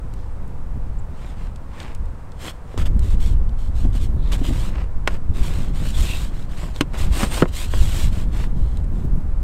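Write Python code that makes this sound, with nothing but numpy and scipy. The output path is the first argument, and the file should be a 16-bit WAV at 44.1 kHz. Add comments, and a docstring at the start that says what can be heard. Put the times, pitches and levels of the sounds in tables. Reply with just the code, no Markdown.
"""Closing a beehive

A beekeeper in a canvas jacket shifts a wooden tray on a hive, then works the lid down over it, outdoors.
Sleeves and hands rub, wood drags on wood with brief stick-slip squeaks, and grit and wax tick.
The lid taps and knocks as it seats, ringing its modes and thudding on the hollow hive body.
Wind buffets the microphone over a soft distant roar."""
import sys
import numpy as np
from scipy import signal
from scipy.fft import rfft, irfft
from scipy.io import wavfile
from scipy.ndimage import uniform_filter1d

SR = 44100
rng = np.random.default_rng(int(sys.argv[2]) if len(sys.argv) > 2 else 0)


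def pcm_store(signal):
    """Save signal as 16-bit PCM."""
    levels = np.round(np.clip(np.atleast_2d(signal), -1, 1) * 32767)
    wavfile.write(sys.argv[1], SR, levels.astype(np.int16).T)


N = 415863

# bright hiss of firmly rubbed canvas, also the colour of the ticks: f/Hz, level/dB
CANVAS_SPECTRUM = [(500, -32), (1500, -7.5), (2400, 2.5), (3100, 2.5), (3900, 2.5), (4500, -1), (6200, -5),
                   (7300, 0), (8600, -0.5), (9700, -7.5), (11500, -7), (13000, -7), (16000, -17)]


def gain_of(db):
    """Decibels to amplitude."""
    return 10 ** (np.asarray(db) / 20)


def unit_rms(x):
    """Scales to rms 1."""
    return x / np.sqrt(np.mean(x ** 2) + 1e-20)


def colour(x, spectrum):
    """Shapes x with an EQ curve (f/Hz, level/dB) drawn on a log-frequency axis; rms 1."""
    hz, db = np.transpose(spectrum)
    f = np.fft.rfftfreq(len(x), 1 / SR)
    curve_db = np.interp(np.log(f + 1), np.log(hz + 1), db)
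    return unit_rms(irfft(rfft(x) * gain_of(curve_db), len(x)))


def ring(x, hz, width_hz):
    """Passes x through one steep-sided resonance; rms 1."""
    f = np.fft.rfftfreq(len(x), 1 / SR)
    return unit_rms(irfft(rfft(x) / (1 + 2j * (f - hz) / width_hz) ** 2, len(x)))


def wobble(hz, width_hz):
    """Random modulation in a band of rates around hz; rms 1."""
    return ring(rng.standard_normal(N), hz, width_hz)


def add(mix, s, sound):
    """Mixes a sound in at time s."""
    part = mix[max(round(s * SR), 0):][:len(sound)]
    part += sound[:len(part)]


def wind(eddy_db=2, steadiness=0.75, burst_db=3.5, gust_eddy_db=-22):
    """Large eddies push on the microphone; small ones break off in bursts. Gusts swell both."""
    # the breeze: t/s, buffet level/dB, eddy level/dB
    breeze = [(0, -26, -42.5), (.97, -21.5, -40.5), (1.1, -27, -42), (1.8, -30, -45), (2.75, -33, -47),
              (2.79, -13.5, -33), (3.0, -13, -33), (3.4, -12.5, -38), (3.6, -19.5, -43), (3.87, -15, -35.5),
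              (4.55, -17, -31), (4.95, -22, -43), (5.55, -17, -31), (6.8, -24.5, -41), (7.2, -20, -36.5),
              (7.6, -22.5, -42.5), (7.77, -16, -36), (9.12, -19, -31), (9.43, -17, -39.5)]
    # gusts that stand out of it: middle t/s, length/s, level/dB
    single_gusts = [(1.447, 0.29, -26), (2.023, 0.37, -21.5), (3.148, 0.039, -7), (3.324, 0.042, -11),
                    (3.855, 0.095, -11), (4.969, 0.05, -13), (5.14, 0.059, -15), (5.306, 0.059, -11.5),
                    (5.42, 0.039, -8), (6.006, 0.19, -12.5), (7.076, 0.3, -12.5), (7.815, 0.18, -10),
                    (8.063, 0.13, -11), (8.627, 0.1, -11.5), (9.135, 0.084, -10)]
    # deep rumble of the large eddies: f/Hz, level/dB
    buffet_spectrum = [(5, -13), (9, 4), (27, -3), (55, -6.5), (85, -13), (120, -23), (200, -37),
                       (400, -44.5), (1000, -100)]
    # low flutter of the small eddies: f/Hz, level/dB
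    eddy_spectrum = [(50, -47), (100, 2.5), (150, 2), (220, -4.5), (320, -12.5), (450, -21), (700, -31),
                     (2000, -57)]
    times, *levels_db = np.transpose(breeze)
    buffet_level, eddy_level = (gain_of(np.interp(np.arange(N) / SR, times, db)) for db in levels_db)
    gusts = np.zeros(N)
    for middle, length, db in single_gusts:
        add(gusts, middle - length / 2, gain_of(db) * signal.windows.hann(int(length * SR)))
    buffet = colour(rng.standard_normal(N), buffet_spectrum)
    power = uniform_filter1d(uniform_filter1d(buffet ** 2, size=2400), size=1200)
    buffet = unit_rms(buffet / power ** (steadiness / 2))  # compressed, so each gust keeps its strength
    bursts = gain_of(burst_db * wobble(2.6, 74))
    eddies = colour(rng.standard_normal(N) * bursts, eddy_spectrum)
    buffet *= np.hypot(buffet_level, gusts)
    eddies *= np.hypot(eddy_level, gain_of(gust_eddy_db) * gusts)
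    return buffet + gain_of(eddy_db) * eddies


def distant_roar(db=-42.5):
    """The even roar of the open country."""
    # dark outdoor air: f/Hz, level/dB
    air_spectrum = [(100, 12.5), (300, -6), (400, -0.5), (500, 4.5), (630, -0.5), (1000, -0.5),
                    (1500, -7.5), (2200, -15), (3200, -22), (6300, -27.5), (8500, -24.5), (10000, -31),
                    (13500, -35), (16000, -39)]
    return gain_of(db) * colour(rng.standard_normal(N), air_spectrum)


def friction(grains_per_s, grain_share, flutter_db):
    """Countless tiny slips merge into hiss; a few stand out as grains, and the pressure flutters."""
    grains = (rng.random(N) < grains_per_s / SR) * rng.standard_normal(N)
    pressure = gain_of(flutter_db * wobble(24, 160))
    hiss = rng.standard_normal(N)
    return pressure * (np.sqrt(1 - grain_share) * hiss + np.sqrt(grain_share) * unit_rms(grains))


def squeaks():
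    """A sliding edge catches and chatters around one pitch."""
    # stick-slip squeaks and rasps: middle t/s, length/s, f/Hz, width/Hz, level/dB
    catches = [(0.2, 0.24, 3930, 5000, -61), (0.995, 0.026, 7450, 900, -53), (1.243, 0.074, 2380, 400, -55),
               (1.85, 0.14, 2500, 1800, -53), (2.49, 0.048, 3220, 450, -39),
               (2.819, 0.041, 1700, 3000, -38), (2.863, .03, 3100, 900, -40), (4.012, 0.13, 3470, 900, -54),
               (4.26, 0.24, 3700, 900, -53.5), (4.331, 0.03, 3500, 1000, -36),
               (4.468, 0.11, 3140, 900, -39), (4.8, 0.19, 2170, 2200, -65), (5.957, 0.081, 3450, 400, -41),
               (6.035, 0.023, 7300, 900, -35), (6.114, 0.19, 2670, 330, -35), (6.121, 0.3, 3740, 600, -41),
               (7.204, 0.22, 8550, 600, -39), (7.338, 0.15, 8600, 700, -39)]
    slips = friction(grains_per_s=310, grain_share=0.097, flutter_db=-1)
    chatter = slips * gain_of(3 * wobble(70, 120))
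    out = np.zeros(N)
    for s, length, hz, width_hz, db in catches:
        swell = signal.windows.hann(int(length * SR))
        squeak = ring(chatter[int(s * SR):][:len(swell)], hz, width_hz)
        add(out, s - length / 2, gain_of(db) * swell * squeak)
    return out


def grit_ticks(t60=0.017, width_hz=9000):
    """Grit and wax snap between the parts."""
    # tiny dry snaps: t/s, level/dB, centre f/Hz
    snaps = [(0.138, -41.5, 7460), (0.478, -52, 10500), (1.56, -42, 6500), (1.802, -29.5, 2180),
             (1.829, -37, 3500), (1.949, -36.5, 8000), (2.057, -48, 4000), (2.319, -41.5, 3500),
             (2.777, -28.5, 3500), (2.858, -42, 4000), (2.993, -34, 8000), (3.261, -37, 4000),
             (3.493, -46, 3200), (4.323, -34, 3500), (6.762, -33, 3500), (7.231, -46, 3030),
             (7.479, -49, 4500), (8.772, -38.5, 6040), (8.843, -47, 5000)]
    out, t = np.zeros(N), np.arange(2048) / SR
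    for s, db, hz in snaps:
        snap = ring(colour(rng.standard_normal(len(t)), CANVAS_SPECTRUM), hz, width_hz)
        add(out, s, gain_of(db - 60 * t / t60) * snap)
    return out


def stroke_envelope(surface, speed_power=1.72, settle_s=.16, settle_db=-11):
    """Friction level of "canvas" or "wood": each push gathers speed, holds it and comes to rest."""
    # arm pushes, sliding sleeve and wood together: t/s, rise/s, hold/s, fall/s, canvas/dB, wood/dB
    pushes = [(1.048, 0.23, .02, .08, -59, -51.5), (1.344, .06, 0.034, 0.088, -60, -52),
              (1.66, 0.15, .03, 0.16, -59, -45.5), (1.772, 0.03, .003, 0.055, -53, -40),
              (2.366, .11, 0.014, 0.038, -42, -38.5), (2.647, 0.055, 0.034, .03, -63, -56),
              (2.777, 0.0072, 0.019, 0.051, -44.5, -39.5), (2.851, 0.0076, 0.0081, .02, -43.5, -40),
              (2.99, 0.066, 0.064, 0.053, -50, -51), (3.194, 0.015, 0.032, 0.14, -46.5, -50),
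              (3.56, .04, .06, .05, -56.5, -71), (3.723, .06, 0.06, .04, -52.5, -56),
              (3.916, 0.042, .005, 0.037, -46.5, -48), (3.973, 0.057, .01, 0.044, -47.5, -60),
              (4.188, .12, .01, .02, -58, -50), (4.313, .01, 0.0055, 0.057, -38.5, -36),
              (4.365, .03, .01, 0.033, -53, -47), (4.42, 0.037, 0.018, 0.061, -42, -43),
              (4.502, 0.038, 0.12, 0.071, -46, -44.5), (4.663, 0.13, 0.018, 0.059, -60, -42),
              (5.086, .02, 0.037, 0.047, -53.5, -44), (5.328, 0.037, 0.032, .04, -48.5, -44.5),
              (5.403, 0.037, .02, 0.12, -43.5, -41.5), (5.486, .06, 0.042, 0.16, -48, -44.5),
              (5.717, .06, .07, .06, -47.5, -44.5), (5.82, 0.054, .02, 0.052, -43, -57),
              (5.902, 0.097, .08, .14, -39, -43.5), (6.118, 0.041, .05, 0.11, -43, -43.5),
              (6.28, 0.089, 0.044, 0.074, -55, -51), (6.476, 0.052, 0.021, 0.027, -53, -52),
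              (6.555, 0.029, 0.022, 0.16, -48.5, -44), (6.724, 0.034, 0.022, 0.043, -50.5, -49),
              (6.926, 0.017, .005, 0.035, -49, -36), (6.955, 0.039, 0.012, 0.1, -40, -36),
              (7.098, 0.071, 0.021, 0.14, -36.5, -36.5), (7.179, 0.035, .005, 0.058, -36, -27.5),
              (7.285, .055, 0.05, 0.062, -36, -34), (7.477, 0.0068, 0.0064, 0.012, -49, -65),
              (7.506, 0.072, 0.027, 0.097, -37.5, -45), (7.656, 0.12, 0.16, 0.044, -41, -44.5),
              (7.908, 0.066, 0.046, 0.097, -38, -40.5), (8.096, 0.047, 0.061, 0.072, -48, -45.5),
              (8.297, 0.073, 0.055, 0.065, -48.5, -42.5), (8.52, 0.072, 0.13, 0.14, -61, -68),
              (8.91, .05, .05, .08, -62.5, -64)]
    power = np.zeros(N)
    for start, rise, hold, fall, canvas_db, wood_db in pushes:
        db = canvas_db if surface == "canvas" else wood_db
        length = rise + hold + fall
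        t = np.arange(0, length, 1 / SR)
        ramp = np.clip(np.minimum(t / rise, (length - t) / fall), 0, 1)
        speed = np.sin(np.pi / 2 * ramp)
        add(power, start, (gain_of(db) * speed ** speed_power) ** 2)
    level = np.sqrt(power)
    stir = uniform_filter1d(level, size=int(settle_s * SR))  # the parts stir faintly around each push
    return np.hypot(level, gain_of(settle_db) * stir)


def canvas_rub(db=3, firm_db=-44):
    """Canvas hisses over the boards, its tone shifting with force; the lid reflects it as the arm moves."""
    # hiss of lightly brushed canvas: f/Hz, level/dB
    light_spectrum = [(500, -49), (1500, 7), (2400, 0), (3100, 8.5), (3600, 6.5), (4100, 6.5), (4500, 1),
                      (6200, -1.5), (7400, 1.5), (8600, 1), (9700, -7.5), (11500, -14), (13000, -6),
                      (16000, -22)]
    level = stroke_envelope("canvas")
    slips = friction(grains_per_s=860, grain_share=0.13, flutter_db=1.26)
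    n = np.arange(N)
    delay_s = .0009 * np.exp(.3 * wobble(1, 2))
    slips = slips + .4 * np.interp(n - SR * delay_s, n, slips)  # the moving reflection gently flanges
    firmness = level / (level + gain_of(firm_db))
    hiss = firmness * colour(slips, CANVAS_SPECTRUM) + (1 - firmness) * colour(slips, light_spectrum)
    return gain_of(db) * level * hiss


def wood_drag(db=3):
    """Slips of wood on wood sound through the boards."""
    # body of the boards: f/Hz, level/dB
    board_spectrum = [(120, 4), (240, 7.5), (340, 12), (430, 4), (560, 8), (780, 4), (1080, 5.5), (1400, 0),
                      (2000, 0), (2800, -3), (3800, -14.5), (5000, -13.5), (9000, -32.5), (16000, -51)]
    slips = friction(grains_per_s=320, grain_share=0.39, flutter_db=-2.0)
    return gain_of(db) * stroke_envelope("wood") * colour(slips, board_spectrum)


def lid_ring(band_hz, rattle_t60=0.031, yard_db=-24, yard_t60=0.11):
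    """The struck lid in one band: its modes, the dense rattle of its joints, a faint return from the yard."""
    # modes of the lid: f/Hz, level/dB, t60/s
    lid_modes = [(175, -8, 0.1), (254, -4, 0.086), (295, 1.5, 0.041), (358, -4, 0.095), (450, -1.5, 0.045),
                 (498.5, 2, 0.068), (593, 3, 0.04), (686, -24, 0.022), (1002, -6.5, 0.059),
                 (1086, 3.5, 0.042), (1266, 3.5, 0.023), (1430, -9.5, 0.069), (1930, -11, 0.019),
                 (2090, 11, 0.012), (2630, -42, 0.0078), (2700, -5, .02), (3000, 15, 0.0056),
                 (4190, -1, 0.021), (5030, -8, 0.033), (5900, -12, 0.014), (6560, -27, .014),
                 (7360, -13, 0.014), (8800, -14, 0.011)]
    t = np.arange(8192) / SR
    modes = np.zeros(len(t))
    for k, (hz, db, t60) in enumerate(lid_modes):
        if band_hz[0] <= hz < band_hz[1]:
            polarity = (-1) ** (k // 4)
            modes += polarity * gain_of(db - 60 * t / t60) * np.sin(2 * np.pi * hz * t)
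    rattle_spectrum = [(100, 4), (400, 6.5), (800, 13), (3000, 10.5), (4600, -6), (8500, -12), (16000, -30)]
    rattle = colour(rng.standard_normal(len(t)), rattle_spectrum)
    rattle = signal.sosfilt(signal.butter(3, band_hz, "bandpass", fs=SR, output="sos"), rattle)
    decay = gain_of(-60 * t / rattle_t60) + gain_of(yard_db - 60 * t / yard_t60)
    return modes + 2 * rattle * decay


def wood_taps(trim_db=3):
    """Soft contacts ring mainly the lower modes of the wood."""
    # light taps and settling: t/s, level/dB, low-pass f/Hz
    contacts = [(1.8, -35, 2500), (2.742, -28, 500), (3.852, -35, 1500), (6.76, -32, 1500),
                (6.943, -30, 1517), (7.031, -38, 1500), (7.244, -24, 1300), (7.441, -25, 900),
                (7.456, -22, 1090), (7.737, -18.5, 1400)]
    out = np.zeros(N)
    for s, db, cutoff_hz in contacts:
        tap = signal.lfilter(*signal.butter(2, cutoff_hz, fs=SR), lid_ring([200, 15000]))
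        add(out, s, gain_of(db + trim_db) * tap / abs(tap).max())
    return out


def lid_knocks(band_trims_db=(-2, 0, 1, 1, 1, 1), graze_s=.0033, graze_db=-24):
    """An edge grazes, then lands; where and how hard decides which bands of modes ring."""
    # blows on the lid: t/s, level/dB, then relative level/dB in six ranges of the lid's modes, low to high
    blows = [(2.773, -15, -12.5, -22, -22, -31, -44, -38),
             (5.072, -7, -17.5, -23.5, -16, -15.5, -14.5, -26.5),
             (6.806, -11.5, -9.5, -17.5, -13.5, -15.5, -10, -19),
             (7.229, 0, -23.5, -44, -37, -27.5, -32, -36), (7.419, -1.5, -6.5, -13.5, -22, -18.5, -28, -50)]
    edges_hz = [130, 390, 530, 1150, 1970, 5200, 15000]
    out = np.zeros(N)
    for s, db, *bands_db in blows:
        for k, (band_db, trim_db) in enumerate(zip(bands_db, band_trims_db)):
            band = lid_ring(edges_hz[k:k + 2])
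            attack_rms = np.std(band[:SR // 100])
            band *= gain_of(db + band_db + trim_db) / attack_rms
            add(out, s, gain_of(graze_db) * band)
            add(out, s + graze_s, band)
    return out


def hive_thuds(t60=0.057, rise_s=0.0023, noise_db=-6):
    """A padded push makes the hollow hive body thud, at a pitch set by where it lands."""
    # the lid's weight bumping on the hive: t/s, level/dB, f/Hz
    bumps = [(3.85, -12.5, 244), (3.88, -29, 260), (3.949, -20.5, 246), (4.415, -13.5, 267),
             (4.487, -16.5, 297), (4.505, -14.5, 262), (6.809, -8, 286), (7.23, -6.5, 208),
             (7.424, -1, 168)]
    # dull noise under the thud's tone: f/Hz, level/dB
    thud_spectrum = [(40, -60), (90, 23), (160, 18), (250, 8), (320, -3), (450, -3), (700, 4), (2000, -38),
                     (8000, -72)]
    out, t = np.zeros(N), np.arange(8192) / SR
    attack = 1 - np.exp(-t / rise_s)
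    for s, db, hz in bumps:
        noise = colour(rng.standard_normal(len(t)), thud_spectrum)
        thud = np.sin(2 * np.pi * hz * t) + gain_of(noise_db) * noise
        add(out, s, gain_of(db - 60 * t / t60) * attack * thud)
    return out


def scene():
    """Close handling of the hive over an outdoor bed, in mono."""
    outdoors = wind() + distant_roar()
    sliding = canvas_rub() + wood_drag() + squeaks()
    impacts = lid_knocks() + hive_thuds() + wood_taps() + grit_ticks()
    return (outdoors + sliding + impacts)[None]


def record(dry, cutoff_hz=15800):
    """Peaks round off at full scale, then a steep low-pass trims the top."""
    rounded = dry / (1 + dry ** 8) ** (1 / 8)
    lowpass = signal.firwin(511, cutoff_hz, window=("kaiser", 9), fs=SR)
    return signal.oaconvolve(rounded, lowpass[None], "same")


dry = scene()
out = record(dry)
pcm_store(out)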